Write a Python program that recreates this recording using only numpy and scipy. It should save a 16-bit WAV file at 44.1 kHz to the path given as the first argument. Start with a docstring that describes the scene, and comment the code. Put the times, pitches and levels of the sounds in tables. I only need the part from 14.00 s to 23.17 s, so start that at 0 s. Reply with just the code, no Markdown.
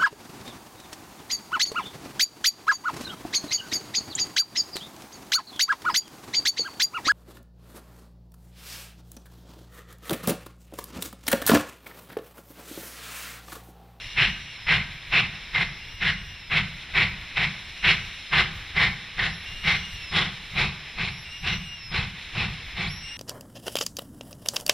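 """A rock cutting in a forest: some way ahead, a two-cylinder steam locomotive labours slowly uphill.
Steam hisses all the while over the rumble of the train, and once a wheel turn a leaking gland
whistles thinly. Four exhaust beats a turn bark from the chimney, each a jet of steam with a deep thump
at its front and a low smokebox boom under it. The beats soften as the engine comes on; they bounce
off the ground, wash back from the trees and glance off the rock walls."""
import sys
import numpy as np
from scipy import signal
from scipy.fft import rfft, irfft, next_fast_len
from scipy.io import wavfile
from scipy.ndimage import uniform_filter1d

SR = 44100
rng = np.random.default_rng(int(sys.argv[2]) if len(sys.argv) > 2 else 0)


def generate_wav(signal):
    """Clip the signal to [-1, 1] and save it as 16-bit WAV at the path in sys.argv[1]."""
    frames = np.transpose(np.atleast_2d(signal))
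    scaled = np.clip(frames, -1, 1) * 32767
    pcm = np.round(scaled).astype(np.int16)
    wavfile.write(sys.argv[1], SR, pcm)


N = 404397
TIME = np.arange(N) / SR

# exhaust beats: (time [s], release level [dB], peak level [dB], jet centre [Hz])
EXHAUST_BEATS = [(0.161, -15.5, -17, 2646), (0.665, -18, -16.5, 2130), (1.109, -17, -17, 2580),
                 (1.533, -18.5, -22, 2080), (2.004, -20.5, -19.5, 1750), (2.496, -21, -19, 2360),
                 (2.937, -18, -17, 2210), (3.352, -20.5, -19.5, 2310), (3.827, -16, -16, 2500),
                 (4.313, -18, -16, 1510), (4.748, -19.5, -14.5, 2070), (5.172, -23.5, -23.5, 1840),
                 (5.627, -25, -16, 2197), (6.109, -28, -17.5, 3400), (6.53, -33, -19, 2450),
                 (6.965, -26.5, -26, 2380), (7.419, -30.5, -23, 2650), (7.904, -29, -23.5, 2450),
                 (8.337, -29.5, -24, 2551), (8.753, -30.5, -26, 2330)]
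# the four valve ports, one for each beat of a wheel turn:
# (time to peak [s], boom level [dB], low-mid shelf [dB], treble shelf [dB], jet centre boost [dB])
VALVE_PORTS = [(0.086, -33.5, -3, -5.8, 3.3), (0.085, -33, 0.2, -6, 2.7), (.097, -33, 2.5, -3.5, 7.5),
               (0.099, -36, 1, -4, 6)]
CLOSE_S, SOFT_CLOSE_S = .11, .018  # the valve closes this far into a hard beat; extra for a soft one


def from_db(db):
    """Decibels to gain."""
    return 10 ** (np.asarray(db) / 20)


def rms_one(x):
    """Scale to rms 1."""
    return x / np.sqrt(np.mean(x ** 2) + 1e-20)


def at_hz(points, hz):
    """Read an EQ curve on a log-frequency axis."""
    points_hz, points_db = np.transpose(points)
    return np.interp(np.log(hz + 0.00091), np.log(points_hz), points_db)


def bells(modes, hz):
    """Sum of bell-shaped peaks or notches, in dB."""
    return sum(db / (1 + (2 * (hz - centre) / width) ** 2) for centre, width, db in modes)


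def equalise(x, db_at):
    """Filter by a curve of dB against Hz."""
    size = next_fast_len(len(x) + 8192)
    return irfft(rfft(x, size) * from_db(db_at(np.fft.rfftfreq(size, 1 / SR))), size)[:len(x)]


def noise(db_at, size=N):
    """Noise with the given spectrum; rms 1."""
    return rms_one(equalise(rng.standard_normal(size), db_at))


def drift(rate_hz):
    """Smooth random modulation that rolls off above rate_hz; rms about 1."""
    pole = np.exp(-32 * np.pi * rate_hz / SR)
    slow = signal.lfilter([1], [1, -2 * pole, pole * pole], rng.standard_normal(N // 16 + 4002))[4000:]
    return np.interp(np.arange(N) / 16, np.arange(len(slow)), rms_one(slow))


def low_pass(x, edge_hz):
    """Roll off the top without phase shift."""
    return signal.sosfiltfilt(signal.butter(2, edge_hz, fs=SR, output="sos"), x)


def wheel_turns():
    """Turns of the driving wheels, counted from the first beat."""
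    beat_s = [s for s, *_ in EXHAUST_BEATS]
    return np.interp(TIME, beat_s, np.arange(len(beat_s)) / len(VALVE_PORTS))


def beats():
    """Each exhaust beat with its softness and its valve port."""
    # the bark softens as the engine comes on: (time [s], softness [about 0 hard to 1 soft])
    softness = [(0, -0.17), (2, -0.019), (4.3, 0.12), (5.5, 0.72), (6.5, 1.03), (7.5, 0.98), (9, 1.1)]
    for k, beat in enumerate(EXHAUST_BEATS):
        yield beat, np.interp(beat[0], *np.transpose(softness)), VALVE_PORTS[k % len(VALVE_PORTS)]


def steam_leak(sizzle_hz=5080, sizzle_width_hz=580, flicker_db=1.0):
    """The cylinders leak a rush and a hiss, a small gap sizzles; each swells once a wheel turn."""
    # flow of leaking steam: (time [s], level [dB])
    flow = [(0.0, -43), (0.71, -47.5), (1.48, -46.5), (1.68, -48.5), (2.5, -50.5), (2.71, -45),
            (3.4, -46.5), (4.06, -42.5), (5.31, -46), (6.15, -42.5), (7.97, -52), (8.1, -44.5),
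            (8.43, -44.5), (9.17, -50.5)]
    # tone of the cylinder leak: (frequency [Hz], level [dB])
    steam_eq = [(200, -7.5), (550, -15), (780, -11.5), (1350, -9.5), (2200, 2), (2650, -0.5), (3100, -2),
                (3950, 0), (4400, -6.5), (5200, -7.5), (6300, -23.5), (7500, -28), (9500, -27),
                (12000, -34), (15000, -67)]
    flow_db = np.interp(TIME, *np.transpose(flow))
    flow_db -= flow_db.mean()
    steam = noise(lambda hz: at_hz(steam_eq, hz))
    rush = low_pass(steam, edge_hz=2720)
    # the gap resonates broadly, with steep skirts
    sizzle = noise(lambda hz: -40 * np.log10(1 + ((hz - sizzle_hz) / sizzle_width_hz) ** 2))
    # (sound, level at mean flow [dB], flow tracking [ratio], piston swing [dB], loudest at [turns])
    layers = [(rush, -45.5, .33, 1.15, .7), (steam - rush, -46, .9, .4, .9), (sizzle, -56, -.6, 3.5, .8)]
    out = np.zeros(N)
    for layer, db, tracking, swing_db, loudest in layers:
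        piston_db = swing_db * np.cos(2 * np.pi * (wheel_turns() - loudest))
        out += rms_one(layer) * from_db(db + tracking * flow_db + piston_db + flicker_db * drift(16))
    return out


def rail_rumble(level_db=-49, sway_db=4.0):
    """The train rolls heavily on the rails: a swaying bed of low end."""
    # weight of the rolling train: (frequency [Hz], level [dB])
    rumble_eq = [(15, -5), (28, 5.5), (45, 4.5), (72, 2.5), (100, 0.5), (160, -9.5), (240, -36),
                 (500, -42.5)]
    return from_db(level_db + sway_db * drift(5.7)) * noise(lambda hz: at_hz(rumble_eq, hz))


def gland_whistle(waver=.002, rasp=.003, flicker_db=2.8, fifth_db=-16, octave_loss_db=-8, fade_s=.015):
    """A thin edge tone sweeps up, settles, holds and sags; under full pressure its period doubles."""
    # one whistle's pitch and level, boosted where it sweeps through the treble dip:
    # (stroke time [s], pitch [Hz], level [dB])
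    stroke = [(-.11, 2900, -8), (-.04, 3450, 5), (-.02, 4500, 9), (0, 5520, 1), (.15, 5640, -4),
              (.41, 5820, 1), (.63, 5715, -3), (.71, 5400, 5), (.8, 5140, 9), (.88, 4050, -3)]
    # whistles: (time [s], stroke stretch [ratio], tone [dB], sub-octave [dB], octave [dB])
    whistles = [(-.15, 1.02, -58, -47, -74), (1.675, 1.04, -58, -48.5, -73), (3.51, 1.01, -58.5, -53, -73),
                (5.325, 1.0, -53, -41, -62), (7.115, 1.0, -51.5, -43.5, -63), (8.903, .95, -43, -46, -60)]
    # period doubling in stroke time: (starts [s], full [s], begins to fade [s], gone [s])
    doubling_s = (.122, .137, .6, .83)
    settle_hz, settle_rate_hz, settle_s, doubling_drop_hz = 70, 18, .12, 75
    wobble = 1 + waver * drift(37) + rasp * drift(300)
    orders = np.array([[1], [2], [1 / 2], [3 / 2]])
    # moving air makes each partial fade in and out on its own
    fading = from_db(flicker_db * np.array([drift(12) for _ in orders]))
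    stroke_s, stroke_hz, stroke_db = np.transpose(stroke)
    out = np.zeros(N)
    for s, stretch, tone_db, sub_db, octave_db in whistles:
        span = (TIME > s + stretch * stroke_s[0]) & (TIME < s + stretch * stroke_s[-1])
        age = (TIME[span] - s) / stretch
        doubled = np.interp(age, doubling_s, [0, 1, 1, 0])
        # the pitch overshoots after the upward sweep and rings out
        settling = (age > 0) * np.sin(2 * np.pi * settle_rate_hz * age) * np.exp(-age / settle_s)
        hz = np.interp(age, stroke_s, stroke_hz) + settle_hz * settling - doubling_drop_hz * doubled
        phase = 2 * np.pi * np.cumsum(hz * wobble[span]) / SR
        # doubling thins the octave and brings in a sub-octave and a fifth
        gains = np.array([from_db(tone_db + np.interp(age, stroke_s, stroke_db)),
                          from_db(octave_db + octave_loss_db * (age > doubling_s[0])),
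                          doubled * from_db(sub_db),
                          doubled * from_db(tone_db + fifth_db)])
        fades = np.clip(np.minimum(age - stroke_s[0], stroke_s[-1] - age) / fade_s, 0, 1)
        partials = gains * fading[:, span] * np.sin(orders * phase)
        out[span] += np.sqrt(2) * fades * partials.sum(axis=0)
    return out


def pressure_front(height=0.025, lag_s=0.0026, width_s=0.0058):
    """The first slug of steam leaves the chimney as one soft, deep thump just ahead of each bark."""
    out = np.zeros(N)
    for s, *_ in EXHAUST_BEATS:
        span = slice(int((s - .03) * SR), int((s + .04) * SR))
        out[span] -= height * np.exp(-((TIME[span] - s - lag_s) / width_s) ** 2)
    return signal.sosfilt(signal.butter(1, 25, "high", fs=SR, output="sos"), out)


def jet_spectrum(hz, low_db, treble_db, centre_hz, centre_db, width_hz=350):
    """The jet roars around a centre set by its speed, through the resonances of the chimney."""
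    # tone of the exhaust jet: (frequency [Hz], level [dB])
    jet_eq = [(200, -27.5), (300, -21.5), (560, -20.5), (780, -13.5), (1300, -10.5), (1650, -5), (2080, -3),
              (2600, -3.5), (3150, -4.5), (3900, -2.5), (5200, -11.5), (6300, -33), (9000, -35.5),
              (15000, -53.5)]
    # chimney and smokebox resonances: (frequency [Hz], width [Hz], boost [dB])
    chimney_modes = [(371, 58, 7), (491, 23, 8), (734, 16, 3), (976, 47, 2.5), (1285, 23, 4),
                     (2075, 88, 6.5)]
    low_shelf = low_db * np.interp(hz, [1000, 1800], [1, 0])
    high_shelf = treble_db * np.interp(hz, [2800, 3800], [0, 1])
    roar = centre_db * np.exp(-((hz - centre_hz) / width_hz) ** 2)
    return at_hz(jet_eq, hz) + bells(chimney_modes, hz) + low_shelf + high_shelf + roar


def chimney_bark(gain_db=-1.0, crack_s=0.02, fall_db_per_s=210, flutter_db=1.17, grit_db=0.12):
    """The valve cracks open, the jet swells in the chimney, then dies; turbulence makes it flutter."""
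    turbulence = rms_one(from_db(flutter_db * drift(49) - grit_db * drift(250)))
    out = np.zeros(N)
    for (s, release_db, peak_db, centre_hz), soft, port in beats():
        hard_peak_s, _, low_db, treble_db, centre_db = port
        start = int((s - .02) * SR)
        span = slice(start, start + SR // 3)
        age = TIME[span] - s
        # a soft beat has a broader tone, peaks sooner and closes later
        colour = low_db + 4.5 * soft, treble_db + 4.5 * soft, centre_hz, centre_db + 1.5 * soft
        peak_s, close_s = hard_peak_s - .031 * soft, CLOSE_S + SOFT_CLOSE_S * soft
        jet = noise(lambda hz: jet_spectrum(hz, *colour), size=len(age))
        envelope_db = np.interp(age, [-.012, 0, crack_s, peak_s, close_s],
                                [release_db - 60, release_db - 17, release_db, peak_db, peak_db - 6.5])
        envelope_db -= fall_db_per_s * np.maximum(age - close_s, 0)
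        # the jet brightens as it gathers speed
        body = low_pass(jet, edge_hz=2900)
        bright_db = np.interp(age, [0, peak_s], [-5, .8])
        out[span] += from_db(envelope_db) * (body + from_db(bright_db) * (jet - body))
    return from_db(gain_db) * out * turbulence


def ground_bounce(x, delay_s=0.002638, far_db=-20, near_db=-8, dull_hz=2000):
    """A ground reflection hollows the bark, more strongly as the engine enters the cutting."""
    echo = np.interp(TIME - delay_s, TIME, low_pass(x, dull_hz))
    return x + from_db(np.linspace(far_db, near_db, N)) * echo


def smokebox_boom(gain_db=1.5, swell_s=0.039, fall_db_per_s=120, steadiness=0.21):
    """Each slug of steam shakes the smokebox; the boom swells after the crack and outlasts the bark."""
    # body of the smokebox: (frequency [Hz], level [dB])
    boom_eq = [(18, -23), (30, -4.5), (70, -2), (115, -3), (155, 2), (195, -2.5), (230, -16), (300, -36),
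               (600, -69)]
    air = noise(lambda hz: at_hz(boom_eq, hz))
    # gentle compression: a slug of fixed size gives much the same push every time
    power = uniform_filter1d(air ** 2, size=2600)
    air = rms_one(air / (power + 1e-6) ** (steadiness / 2))
    push = np.zeros(N)
    for (s, *_), soft, (_, boom_db, *_) in beats():
        span = slice(int((s - .03) * SR), int((s + .6) * SR))
        age = TIME[span] - s
        close_s = CLOSE_S + SOFT_CLOSE_S * soft
        attack_db = np.interp(age, [-.025, .012, swell_s], [-35, -9, 0])
        decay_db = fall_db_per_s * np.maximum(age - close_s, 0)
        push[span] += from_db(boom_db + attack_db - decay_db)
    return from_db(gain_db) * push * air


def forest_wash(x, wet_db=-16.5, t60_s=1.0, bloom_s=.035, dull_hz=4000):
    """Trunks and rock faces scatter the sound back as a soft, duller wash."""
    age = TIME[:SR]
    bloom = 1 - np.exp(-(age / bloom_s) ** 2)
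    tail = rng.standard_normal(SR) * from_db(-60 * age / t60_s) * bloom
    tail = low_pass(tail / np.sqrt(np.sum(tail ** 2)), dull_hz)
    return from_db(wet_db) * signal.fftconvolve(x, tail)[:N]


def cutting_walls(mid, decay_s=0.016, width_db=0.5):
    """Sound glances off the rough walls, smeared in time; an EQ shapes it into the side signal."""
    # stereo width: (frequency [Hz], side relative to mid [dB])
    width_eq = [(30, -18.5), (110, -30), (180, -31.5), (300, -14), (800, -10.5), (1500, -12), (2100, -20.5),
                (2600, -26), (3300, -25.5), (4000, -18.5), (5200, -12), (6300, 4.5), (8500, -5.5),
                (11000, -24)]
    scatter = rfft(rng.standard_normal(4096) * np.exp(-TIME[:4096] / decay_s))
    all_pass = irfft(scatter / np.abs(scatter))
    glancing = signal.fftconvolve(mid, all_pass)[:N]
    return equalise(glancing, lambda hz: at_hz(width_eq, hz) + width_db)


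def scene(whistle_send_db=-9):
    """The engine is dead ahead; only the sound off the cutting walls differs between the ears."""
    exhaust = ground_bounce(chimney_bark()) + smokebox_boom() + pressure_front()
    whistle = gland_whistle()
    wash = forest_wash(exhaust + from_db(whistle_send_db) * whistle)
    mid = exhaust + whistle + wash + steam_leak() + rail_rumble()
    side = cutting_walls(mid)
    return np.array([mid + side, mid - side])


def record(dry, balance_db=-0.25, hiss_db=-70, cutoff_hz=15000):
    """Narrow dips hollow the treble of the centre sound; a faint hiss is added and the top is cut."""
    # narrow dips in the treble: (frequency [Hz], width [Hz], gain [dB])
    treble_notches = [(4680, 380, -14), (7780, 500, -6), (10700, 700, -3)]
    mid = equalise((dry[0] + dry[1]) / 2, lambda hz: bells(treble_notches, hz))
    side = (dry[0] - dry[1]) / 2
    pair = np.array([(mid + side) * from_db(balance_db / 2), (mid - side) * from_db(-balance_db / 2)])
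    pair += from_db(hiss_db) * rng.standard_normal((2, N))  # even hiss, different in each ear
    return signal.sosfilt(signal.ellip(10, .1, 80, cutoff_hz, fs=SR, output="sos"), pair)


dry = scene()
out = record(dry)
generate_wav(out)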